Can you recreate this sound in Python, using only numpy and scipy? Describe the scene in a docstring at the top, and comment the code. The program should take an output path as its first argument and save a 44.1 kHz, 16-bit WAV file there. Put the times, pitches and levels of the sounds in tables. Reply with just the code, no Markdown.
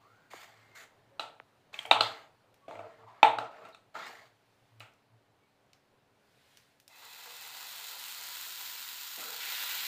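"""A steel ladle knocks and scrapes on a bowl of batter: short damped modes, a noisy crack, grainy strokes and rubs.
Tiny sharp ticks, of the ladle or perhaps of spitting drops, are short cracks; later the batter sizzles in a hot
pan, as three sizes of bubble noise, swelling as the microphone turns to the pan and fresh batter lands.
Dry clicks sit close to the microphone. The small hard-walled kitchen answers as decaying noise;
a low sine hum wavers under quiet room noise."""
import sys
import numpy as np
from scipy import signal
from scipy.fft import rfft, irfft, next_fast_len
from scipy.io import wavfile
from scipy.ndimage import uniform_filter1d, map_coordinates

SR = 44100
rng = np.random.default_rng(int(sys.argv[2]) if len(sys.argv) > 2 else 0)


def file_out(sig):
    """Save sig as 16-bit WAV at sys.argv[1]."""
    # one column per channel
    cols = np.atleast_2d(sig).T
    # limit, then scale
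    lim = np.clip(cols, -1, 1)
    pcm = np.round(lim * 32767).astype(np.int16)
    wavfile.write(sys.argv[1], SR, pcm)


N = 435266

# Blows of the ladle. Each row: start in seconds, low, middle and high ring of the bowl in dB,
# lower and higher ring of the ladle in dB, room answer in dB, pitch of the ladle's modes as a ratio.
KNOCKS = [(1.195, -28.5, -33.5, -26, -33.5, -29.5, -5, 1.09),
          (1.741, -49.5, -47.5, -53, -38, -42, -6.5, 0.99),
          (1.789, -43.5, -42.5, -45, -31.5, -29.5, -9.5, 0.89),
          (1.852, -37, -38, -42, -39.5, -44.5, -3, 0.87), (1.911, -12, -8, -9.5, -13, -8.5, -8, 1.024),
          (2.007, -21, -21, -13, -25, -12.5, -7, 1.14), (2.681, -32.5, -47, -48, -52, -60, -4, 0.97),
          (2.709, -33.5, -38, -41.5, -54, -58, -4.5, 0.98), (2.753, -33, -43, -43, -48, -58, -7, .9),
          (2.791, -33, -40, -37, -46, -58.5, -5, 1), (3.229, -10, -1.5, -12.5, -12, -14.5, -7.5, 1),
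          (3.385, -23, -27, -19.5, -35.5, -32.5, -7.5, 1.08), (3.651, -44.5, -53, -38, -54, -57, -4, 1.05),
          (3.746, -60, -58, -43.5, -50, -51, -9, 1), (3.951, -45.5, -40, -34.5, -49, -63, 4, 0.89),
          (4.803, -49.5, -51, -41.5, -39, -49.5, -1, 1.1)]
# Damped modes of ladle and bowl. Each row: frequency in Hz, relative level in dB, t60 in seconds.
STEEL_MODES = [(300, -22, 0.047), (660, -3, 0.022), (870, -2.5, 0.026), (1306, -0.5, 0.014),
               (2330, -2, 0.023), (2616, -0.5, .02), (3090, -5.5, 0.011), (3624, 5.5, 0.016),
               (4370, -11, 0.02), (5670, -9.5, 0.017), (8200, -7, 0.014)]
# Lines that linger after a knock. Each row: frequency in Hz, relative level in dB, t60 in seconds.
LINGERING_MODES = [(456, -7.5, 0.41), (640, -4.5, 0.21), (760, -5.5, 0.29), (836.2, -5.5, 0.26),
                   (868, 0, 0.19), (1330, -8, 0.29), (8250, -3, .2)]
# Centres of the mode groups, bowl then ladle. 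Each entry: frequency in Hz.
BOWL_HZ = [640, 870, 1350]
LADLE_HZ = [2450, 3500, 7000]
GAP_HZ, GAP_DB = 1700, -6.5  # few modes lie between bowl and ladle
TOP_DB, TOP_GROWS = -27.5, 0.66  # the top modes: offset, and dB gained per dB of the higher ring
TREBLE_HZ = 5460

# Ladle strokes along the bowl. Each row: start in seconds, length in seconds, dull rub in dB,
# bright rasp in dB, treble of the rasp in dB relative to it, loss along the stroke in dB.
STROKES = [(0, 0.34, -72, -73, 0.5, 7.5), (0.3, 0.14, -60.5, -56, 4, -2), (.47, 0.37, -68.5, -66, -1, 5),
           (.746, 0.078, -63, -56, 6, 0.5), (1.724, 0.11, -57.5, -53, -0.5, 3),
           (2.008, 0.24, -42.5, -43.5, -3, 22), (2.676, 0.37, -53, -65, 0, 11.5),
           (3.07, 0.18, -60.5, -67, -6.5, 5.5), (3.395, 0.062, -45.5, -68, -4.5, 3.5),
           (3.502, 0.19, -56.5, -72.5, 2.5, -2.5), (3.938, 0.11, -53, -48, -9, -1.5),
           (4.055, 0.22, -52, -52, 0, 15)]
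# Colours of the dull rub and the bright rasp. Each row: frequency in Hz, relative level in dB per Hz.
RUB_COLOUR = [(88, -51), (150, -19), (409, -14.5), (449, -4), (524, -14.5), (650, -0.5), (735, -5.5),
              (1320, -9), (4540, -30.5), (6000, -38.5), (13200, -120)]
RASP_COLOUR = [(590, -42.5), (1000, -6), (2050, 0), (2550, -8.5), (4650, -9.5), (5400, -19.5),
               (6800, -13.5), (9730, -27), (14600, -24), (15800, -29)]
STROKE_RISE_S, STROKE_FALL_DB_PER_S = 0.0094, 331

# Rough narrow bands, the rubbed bowl singing and, last, the pan under the poured batter.
# Each row: start in seconds, length in seconds, first and last pitch in Hz, level in dB.
SINGS = [(0, 0.34, 950, 1566, -66.5), (.75, 0.108, 2079, 1950, -60), (2.68, 0.25, 680, 643, -48),
         (3.061, 0.112, 934, 980, -56), (3.392, 0.12, 1320, 1350, -52), (3.723, 0.06, 4000, 4050, -64),
         (3.948, 0.137, 1500, 1300, -50), (9.202, 0.19, 1300, 1487, -51.5), (9.24, 0.16, 456, 479, -58.5)]
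SING_WIDTH, GLIDE_SHARE = .17, .3  # noise knots per cycle; time constant of the glide over the length

# Dry clicks close to the microphone, falling in pitch towards 250 Hz.
# Each row: start in seconds, level in dB, height of the sweep above 250 Hz in Hz, its halving time in seconds.
CLICKS = [(0.334, -39, 1327, 0.0029), (1.3995, -36, 3620, 0.0009)]

# Tiny sharp ticks: some beside the ladle's knocks, later ones perhaps drops spitting.
# Each row: start in seconds, level in dB, treble level in dB.
TICKS = [(1.83, -55.5, -57), (1.861, -50, -52), (2.5424, -59, -66), (3.6885, -59, -68), (4.798, -57, -57),
         (4.937, -65, -75), (5.7325, -52, -66.5), (6.572, -47.5, -56.5), (6.8002, -55, -58.5),
         (6.879, -47, -52.5)]

# Colours of large, middling and small bubbles. Each row: frequency in Hz, relative level in dB per Hz.
DEEP_COLOUR = [(210, -36), (350, -42), (378, -5), (674, -3.5), (737, 4.5), (1600, -7.5), (2080, -1),
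               (3520, -120)]
FIZZ_COLOUR = [(590, -26), (1000, 1.5), (1180, -6.5), (1390, 0.5), (2350, -1), (2860, 1), (3590, 3.5),
               (4520, 3), (5920, -5.5), (7140, 0), (9160, -8), (12000, -10.5), (15600, -43)]
HISS_COLOUR = [(5290, -15.5), (11500, -9), (14400, 6), (15200, 1), (15900, -11.5)]
FRY_START_S, FRY_FULL_S = 6.891, 1.5  # first contact, and the time from it until the growth ends
# Frying layers. Each entry, for deep, fizz, hiss: level at full growth in dB; growth in dB per decade of time.
FRY_DB = [-51.5, -46, -51]
FRY_DB_PER_DECADE = [7.5, 11.5, 14]
DEEP_FADES_DB_PER_S = 6.5  # the large bubbles thin out as the batter sets
# The frying swells, as the microphone turns to the pan and fresh batter meets it.
# Each row: start in seconds, rise in seconds, dB added to deep, to fizz and to hiss.
SURGES = [(8.1, .35, -3, -0.23, 2), (9.175, 0.0125, 12.5, 0.64, 0.2), (9.41, 0.13, 1, 3, 5)]
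# Resonances of the pan. Each row: centre in Hz, width in Hz, relative level in dB.
PAN = [(916, 107, -2), (2050, 180, -2), (2580, 210, 1), (3458, 130, -1), (4020, 140, -1.5)]
POPS_PER_S, POPS_DB, POPS_SPREAD_DB = 500, -3.5, 5  # mean rate; level relative to the fizz; unevenness

# Batter spreading onto bare hot iron. Each row: frequency in Hz, relative level in dB per Hz.
FRESH_COLOUR = [(1050, -20), (1400, -1), (3500, 0), (5500, -9), (9000, -27.5)]
FRESH_S, FRESH_RISE_S, FRESH_DB = 9.4, .008, -43.5
# A valley in the treble of the frying drifts as the microphone turns.
# Each row: time in seconds, centre in Hz, depth in dB.
VALLEY = [(7.3, 10500, 1.5), (8.2, 12400, 1), (8.6, 10000, 2), (9.35, 10600, 3.5), (9.55, 10500, -1),
          (9.8, 9800, 3.5)]
VALLEY_WIDTH_HZ = 1300
PLOP_S, PLOP_DB, PLOP_T60_S = 9.172, -50, 0.51  # batter lands on the pan
PLOP_LOW_HZ, PLOP_HIGH_HZ = 187, 790

# Answer of the kitchen walls. 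Each row: frequency in Hz, t60 in seconds.
KITCHEN = [(200, 0.47), (530, 0.51), (1400, 0.39), (3700, .33), (8500, 0.3), (15000, 0.29)]

# Background. Each row: time in seconds, level of the low room noise in dB, level of the thin hiss in dB.
ROOM = [(0, -69.5, -78), (1.1, -68.5, -76.5), (3.9, -71, -78), (4.6, -71, -75), (5.1, -72, -79),
        (6.15, -71.5, -77.5), (6.55, -71, -67.5), (6.85, -75, -78.5), (9.87, -75.5, -78.5)]
# Colours of low room noise and thin hiss. Each row: frequency in Hz, relative level in dB per Hz.
AIR_COLOUR = [(20, -14), (59, -18.5), (107, -2.5), (305, -13.5), (376, -7), (871, -9), (1190, -13.5),
              (3000, -25), (3900, -52), (6600, -120)]
THIN_COLOUR = [(880, -28), (1500, -3), (2180, -4), (4230, -6), (5860, -13), (15900, -20.5)]
# The loudest swells of the hum. Each row: start in seconds, length in seconds, level in dB before its flutter.
HUM_SWELLS = [(0.473, .25, -66), (1.882, 0.25, -56.5), (2.676, 0.2, -61), (2.948, 0.206, -68),
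              (3.228, 0.26, -56.5), (4.704, 0.17, -60), (5.1, 0.098, -59)]
HUM_HZ, HUM_DB, HUM_SWING_DB, HUM_ENDS_S = 112.6, -79, 3, 5.4  # under them it wavers faintly, then stops
# Faint brief tones. Each row: start in seconds, pitch in Hz, length in seconds, level in dB before its flutter.
TONES = [(0.615, 2106, 0.23, -64.5), (1.105, 550, 0.079, -61), (2.61, 1120, 0.083, -64.5),
         (2.809, 452.4, 0.08, -52), (2.988, 451, 0.087, -57), (5.394, 2250, .09, -76),
         (7.26, 482, 0.11, -61)]
# Steady faint lines. Each row: frequency in Hz, level in dB before a 1 dB lift.
DRONE = [(215, -86), (285, -82)]
TOP_HZ = 15520  # band limit of the recorder


def knocks():
    """Each blow swells for two milliseconds, dies in the batter and lives on in the room."""
    out, t = np.zeros(N), np.arange(SR // 2) / SR
    short = t[:SR // 10]
    for s, *blow, wet_db, pitch in KNOCKS:
        colour = struck(*blow)
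        shifted = [(hz * pitch ** (GAP_HZ < hz < TREBLE_HZ), db, t60) for hz, db, t60 in STEEL_MODES]
        modes = amp(6.0) * ring(shifted, colour, short, rise=0.0019, spread_db=1.5)
        wide = crack_colour(colour, pitch)
        crack = coloured(rng.standard_normal(len(short)), wide)
        crack = crack * amp(12.5 - 60 * short / .014) * (1 - np.exp(-(short / 0.0015) ** 2))
        add(out, s, modes + crack)
        # the room answers the modes, duller, and the crack
        dulled = coloured(modes, [(1500, 0), (3600, -7)])
        add(out, s, amp(wet_db + 2.0) * signal.fftconvolve(dulled, tail()))
        add(out, s, amp(wet_db + 31.5) * coloured(tail(), wide))
        slosh = 1 + .5 * wobble(40, size=len(t))  # moving batter makes the lines waver
        lingering = ring(LINGERING_MODES, colour, t, rise=0.021, spread_db=1)
        add(out, s, amp(wet_db - 6) * slosh * lingering)
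    return out


def struck(*levels_db):
    """(Hz, dB) of the mode groups; the top modes follow the ladle's higher ring."""
    *bowl, lower_db, higher_db = levels_db
    gap_db = (max(bowl[1:]) + lower_db) / 2 + GAP_DB
    top_db = TOP_DB + TOP_GROWS * higher_db
    return list(zip(BOWL_HZ + [GAP_HZ] + LADLE_HZ, [*bowl, gap_db, lower_db, higher_db, top_db]))


def crack_colour(colour, pitch):
    """The countless small modes of thin steel merge into a noisy crack of this wide (Hz, dB) colour."""
    low, high, top = colour[0][1], colour[-2][1], colour[-1][1]
    below = [(100, low - 45), (350, low - 14)]
    above = [(4150 * pitch, high - 6), (4900 * pitch, top), (8300, top + 1.2),
             (10500, top - 14), (14500, top - 12)]
    return below + colour[:-1] + above


def ring(modes, colour, t, rise, spread_db):
    """Damped sines at new strengths and phases."""
    hz, db, t60 = np.transpose(modes)[:, :, None]
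    db = db + along(colour, hz) + spread_db * rng.standard_normal(hz.shape)
    sines = np.sin(2 * np.pi * (hz * t + rng.random(hz.shape)))
    return (amp(db - 60 * t / t60) * sines).sum(0) * (1 - np.exp(-(t / rise) ** 2))


def strokes():
    """Steel on steel through batter: grainy noise, dull in the bowl's body and bright at the rim."""
    (rub, rasp, treble), t = np.zeros((3, N)), np.arange(SR // 2) / SR
    for s, length, rub_db, rasp_db, treble_db, loss_db in STROKES:
        fade_db = loss_db * np.clip(t / length, 0, 1)
        fade_db = fade_db + STROKE_FALL_DB_PER_S * np.clip(t - length, 0, None)
        shape = np.clip(t / STROKE_RISE_S, 0, 1) ** 2 * amp(-fade_db)
        add(rub, s, amp(rub_db) * shape)
        add(rasp, s, amp(rasp_db) * shape)
        add(treble, s, amp(rasp_db + treble_db) * shape)
    dull = rush(RUB_COLOUR, patchy_db=3.0, grain_db=1.5, grain_rate=61)
    grit = rush(RASP_COLOUR, patchy_db=2.0, grain_db=1.5, grain_rate=260)
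    high = filtered(grit, lambda hz: hz ** 4 / (hz ** 4 + TREBLE_HZ ** 4))
    return rub * dull + rasp * (grit - high) + treble * high


def sings():
    """A gliding band of noise for each row, quick to start and slow to fade."""
    out = np.zeros(N)
    for s, length, first_hz, last_hz, db in SINGS:
        u = np.arange(round(length * SR)) / SR / length
        hz = last_hz + (first_hz - last_hz) * np.exp(-u / GLIDE_SHARE)
        phase = 2 * np.pi * np.cumsum(hz) / SR
        rate = SING_WIDTH * last_hz
        band = wobble(rate, size=len(u)) * np.sin(phase) + wobble(rate, size=len(u)) * np.cos(phase)
        add(out, s, amp(db) * unit(band) * np.clip(u * 10, 0, 1) * np.sqrt(1 - u))
    return out


def clicks():
    """One quick downward sweep each, with no ring."""
    out, t = np.zeros(N), np.arange(SR // 40) / SR
    for s, db, sweep_hz, halving in CLICKS:
        phase = 2 * np.pi * np.cumsum(250 + sweep_hz * 2 ** (-t / halving)) / SR
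        shape = np.exp(-(t / (3.5 * halving)) ** 2) * np.clip(t / .001, 0, 1)
        add(out, s, amp(db) * np.sin(phase) * shape)
    return out


def ticks():
    """A tiny sharp tick, of the ladle or a spitting drop, is a short crack with a faint room answer."""
    out, t = np.zeros(N), np.arange(SR // 30) / SR
    for s, db, treble_db in TICKS:
        colour = [(700, db - 29.0), (1800, db), (6000, db), (9000, treble_db), (15000, treble_db)]
        add(out, s, amp(5.0 - 60 * t / 0.014) * coloured(rng.standard_normal(len(t)), colour))
        add(out, s, amp(18.0) * coloured(tail(), colour))
    return out


def frying():
    """Countless steam bubbles burst: three sizes, small ones grainier, surging together; the pan hums along."""
    deep, fizz, hiss = heat()
    surge = amp(0.22 * wobble(12) + 0.52 * wobble(90))
    large = rush(DEEP_COLOUR, patchy_db=1.5, grain_db=2.5, grain_rate=61)
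    middling = rush(FIZZ_COLOUR, patchy_db=0.5, grain_db=1.0, grain_rate=500)
    small = rush(HISS_COLOUR, patchy_db=.8, grain_db=2.5, grain_rate=900)
    bursts = amp(POPS_DB) * pops()
    return surge * (deep * (large + pan_hum()) + fizz * (middling + bursts) + hiss * small)


def heat():
    """Gains of deep, fizz and hiss: quick growth at first, ever slower, and a lasting step for each surge."""
    t = np.arange(N) / SR
    since = np.clip(t - FRY_START_S, 0, None)
    decades = np.log10(np.clip(since / FRY_FULL_S, 1e-3, 1))
    db = np.outer(FRY_DB_PER_DECADE, decades) + np.array(FRY_DB)[:, None]
    db = db - np.outer([DEEP_FADES_DB_PER_S, 0, 0], since)
    for s, rise, *added_db in SURGES:
        db = db + np.outer(added_db, np.clip((t - s) / rise, 0, 1))
    return amp(db) * (since > 0)


def pan_hum():
    """Noise through the pan's resonances, rms 1."""
    def resonances(hz):
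        return sum(amp(db) * width ** 2 / (width ** 2 + (2 * (hz - centre)) ** 2) for centre, width, db in PAN)
    return unit(filtered(rng.standard_normal(N), resonances))


def pops():
    """Single sharp bursts: scattered impulses of very uneven size, rms 1."""
    size_db = POPS_SPREAD_DB * np.minimum(rng.exponential(size=N), 3.5)
    impulses = (rng.random(N) < POPS_PER_S / SR) * amp(size_db) * rng.choice([-1, 1], size=N)
    return unit(filtered(impulses, lambda hz: amp(along(FIZZ_COLOUR, hz)) + amp(along(HISS_COLOUR, hz))))


def fresh():
    """Batter on bare hot iron: a bright dense sizzle that sets in at once."""
    onset = np.clip((np.arange(N) / SR - FRESH_S) / FRESH_RISE_S, 0, 1)
    return amp(FRESH_DB) * onset * rush(FRESH_COLOUR, patchy_db=1.7, grain_db=1.0, grain_rate=330)


def shaded(x):
    """x with the drifting valley cut into its treble."""
    hz, t, z = signal.stft(x, SR, nperseg=512)
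    s, centre, depth_db = np.transpose(VALLEY)
    bell = np.exp(-((hz[:, None] - np.interp(t, s, centre)) / VALLEY_WIDTH_HZ) ** 2)
    return signal.istft(z * amp(-np.interp(t, s, depth_db) * bell), SR, nperseg=512)[1][:N]


def plop():
    """Batter lands: a dull wet puff of decaying noise."""
    out, t = np.zeros(N), np.arange(SR // 2) / SR
    colour = [(PLOP_LOW_HZ / 2, -30), (PLOP_LOW_HZ, -6), (PLOP_HIGH_HZ, 0), (2 * PLOP_HIGH_HZ, -20)]
    puff = unit(coloured(rng.standard_normal(len(t)), colour))
    add(out, PLOP_S, amp(PLOP_DB - 60 * t / PLOP_T60_S) * np.clip(t / 0.0112, 0, 1) * puff)
    return out


def tail():
    """A fresh diffuse answer of the kitchen, energy 1; it builds up over the first walls."""
    hz, t, z = signal.stft(rng.standard_normal(SR // 2), SR, nperseg=256)
    x = signal.istft(z * amp(-60 * t / along(KITCHEN, hz)[:, None]), SR, nperseg=256)[1]
    x = x * np.clip(np.arange(len(x)) / SR / 0.00076, 0, 1)
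    return x / np.linalg.norm(x)


def indoors(x, wet_db):
    """A lasting sound with its room answer, which combs the spectrum into fine fixed bands."""
    return x + amp(wet_db) * signal.fftconvolve(x, tail())[:N]


def background():
    """Room noise, a wavering low hum and a few faint, unsteady tones."""
    air, thin = gains(ROOM)
    out = air * rush(AIR_COLOUR, patchy_db=1.2, grain_db=.5, grain_rate=8)
    out = out + thin * rush(THIN_COLOUR, patchy_db=1, grain_db=.5, grain_rate=8)
    t = np.arange(N) / SR
    for hz, db in DRONE:
        out = out + amp(db + 1) * np.sin(2 * np.pi * hz * t + wobble(1.6))
    tones = np.zeros(N)
    for row in TONES:
        swell(*row, tones)
    return out + hum() * amp(5.3 * wobble(30)) + tones * amp(3.8 * wobble(40))


def hum():
    """A low sine with drifting level and phase, and louder swells near its pitch."""
    swells, t = np.zeros(N), np.arange(N) / SR
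    for s, length, db in HUM_SWELLS:
        swell(s, HUM_HZ + 3 * rng.standard_normal(), length, db, swells)
    faint = amp(HUM_DB + HUM_SWING_DB * wobble(8.4)) * np.sin(2 * np.pi * HUM_HZ * t + wobble(13))
    return swells + faint * np.clip((HUM_ENDS_S - t) / 0.085, 0, 1)


def swell(s, hz, length, db, track):
    """A tone that fades in and out."""
    t = np.arange(round(length * SR)) / SR
    add(track, s, amp(db) * np.sqrt(np.sin(np.pi * t / length)) * np.sin(2 * np.pi * hz * t))


def rush(spectrum, patchy_db, grain_db, grain_rate):
    """Noise of rms 1 with patches of random gain and a quick grainy flutter."""
    z = signal.stft(rng.standard_normal(N), nperseg=512)[2]
    field = uniform_filter1d(rng.standard_normal(z.shape), size=5, axis=0)  # smooth over frequency
    field = uniform_filter1d(field, size=10, axis=1)  # smooth over time
    x = signal.istft(z * amp(patchy_db * unit(field)), nperseg=512)[1][:N]
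    grainy = x * amp(grain_db * wobble(grain_rate))
    return unit(filtered(grainy, lambda hz: amp(along(spectrum, hz))))


def wobble(rate, size=N):
    """A smooth random curve, rate knots a second."""
    knots = rng.standard_normal(int(size * rate / SR) + 4)
    return map_coordinates(knots, [np.arange(size) * rate / SR])


def filtered(x, response):
    """A full-length x times a response of frequency."""
    m = next_fast_len(N + 8192)
    return irfft(rfft(x, m) * response(np.fft.rfftfreq(m, 1 / SR)), m)[..., :N]


def coloured(x, points):
    """A short x through a smooth (Hz, dB) colour."""
    m = 2 * len(x)
    return irfft(rfft(x, m) * amp(along(points, np.fft.rfftfreq(m, 1 / SR))), m)[:len(x)]


def along(points, hz):
    """Reads (Hz, value) points on a log axis."""
    f, v = np.transpose(points)
    return np.interp(np.log(hz + 1), np.log(f + 1), v)


def gains(rows):
    """One gain per sample for each dB column; -140 dB outside the rows."""
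    s, *cols = np.transpose(rows)
    return np.array([amp(np.interp(np.arange(N) / SR, s, c, -140, -140)) for c in cols])


def add(track, s, sound):
    """Mixes a sound into the track at s seconds."""
    part = track[round(s * SR):][:len(sound)]
    part += sound[:len(part)]


def amp(db):
    """Amplitude of a level in dB."""
    return 10 ** (np.asarray(db) / 20)


def unit(x):
    """x scaled to rms 1."""
    return x / np.sqrt(np.mean(x ** 2) + 1e-20)


def scene():
    """The ladle and bowl, the pan and the background of one kitchen."""
    sizzle = filtered(shaded(frying() + fresh()), lambda hz: hz ** 2 / (hz ** 2 + 250 ** 2))
    lasting = indoors(strokes() + sings() + plop(), wet_db=-8.5) + indoors(sizzle, wet_db=-9.0)
    return (knocks() + clicks() + ticks() + lasting + background())[None]


def record(dry):
    """The input saturates softly near full scale and keeps nothing above its band limit."""
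    held = dry / (1 + np.abs(dry / .95) ** 4) ** .25
    return filtered(held, lambda hz: hz < TOP_HZ)


dry = scene()
out = record(dry)
file_out(out)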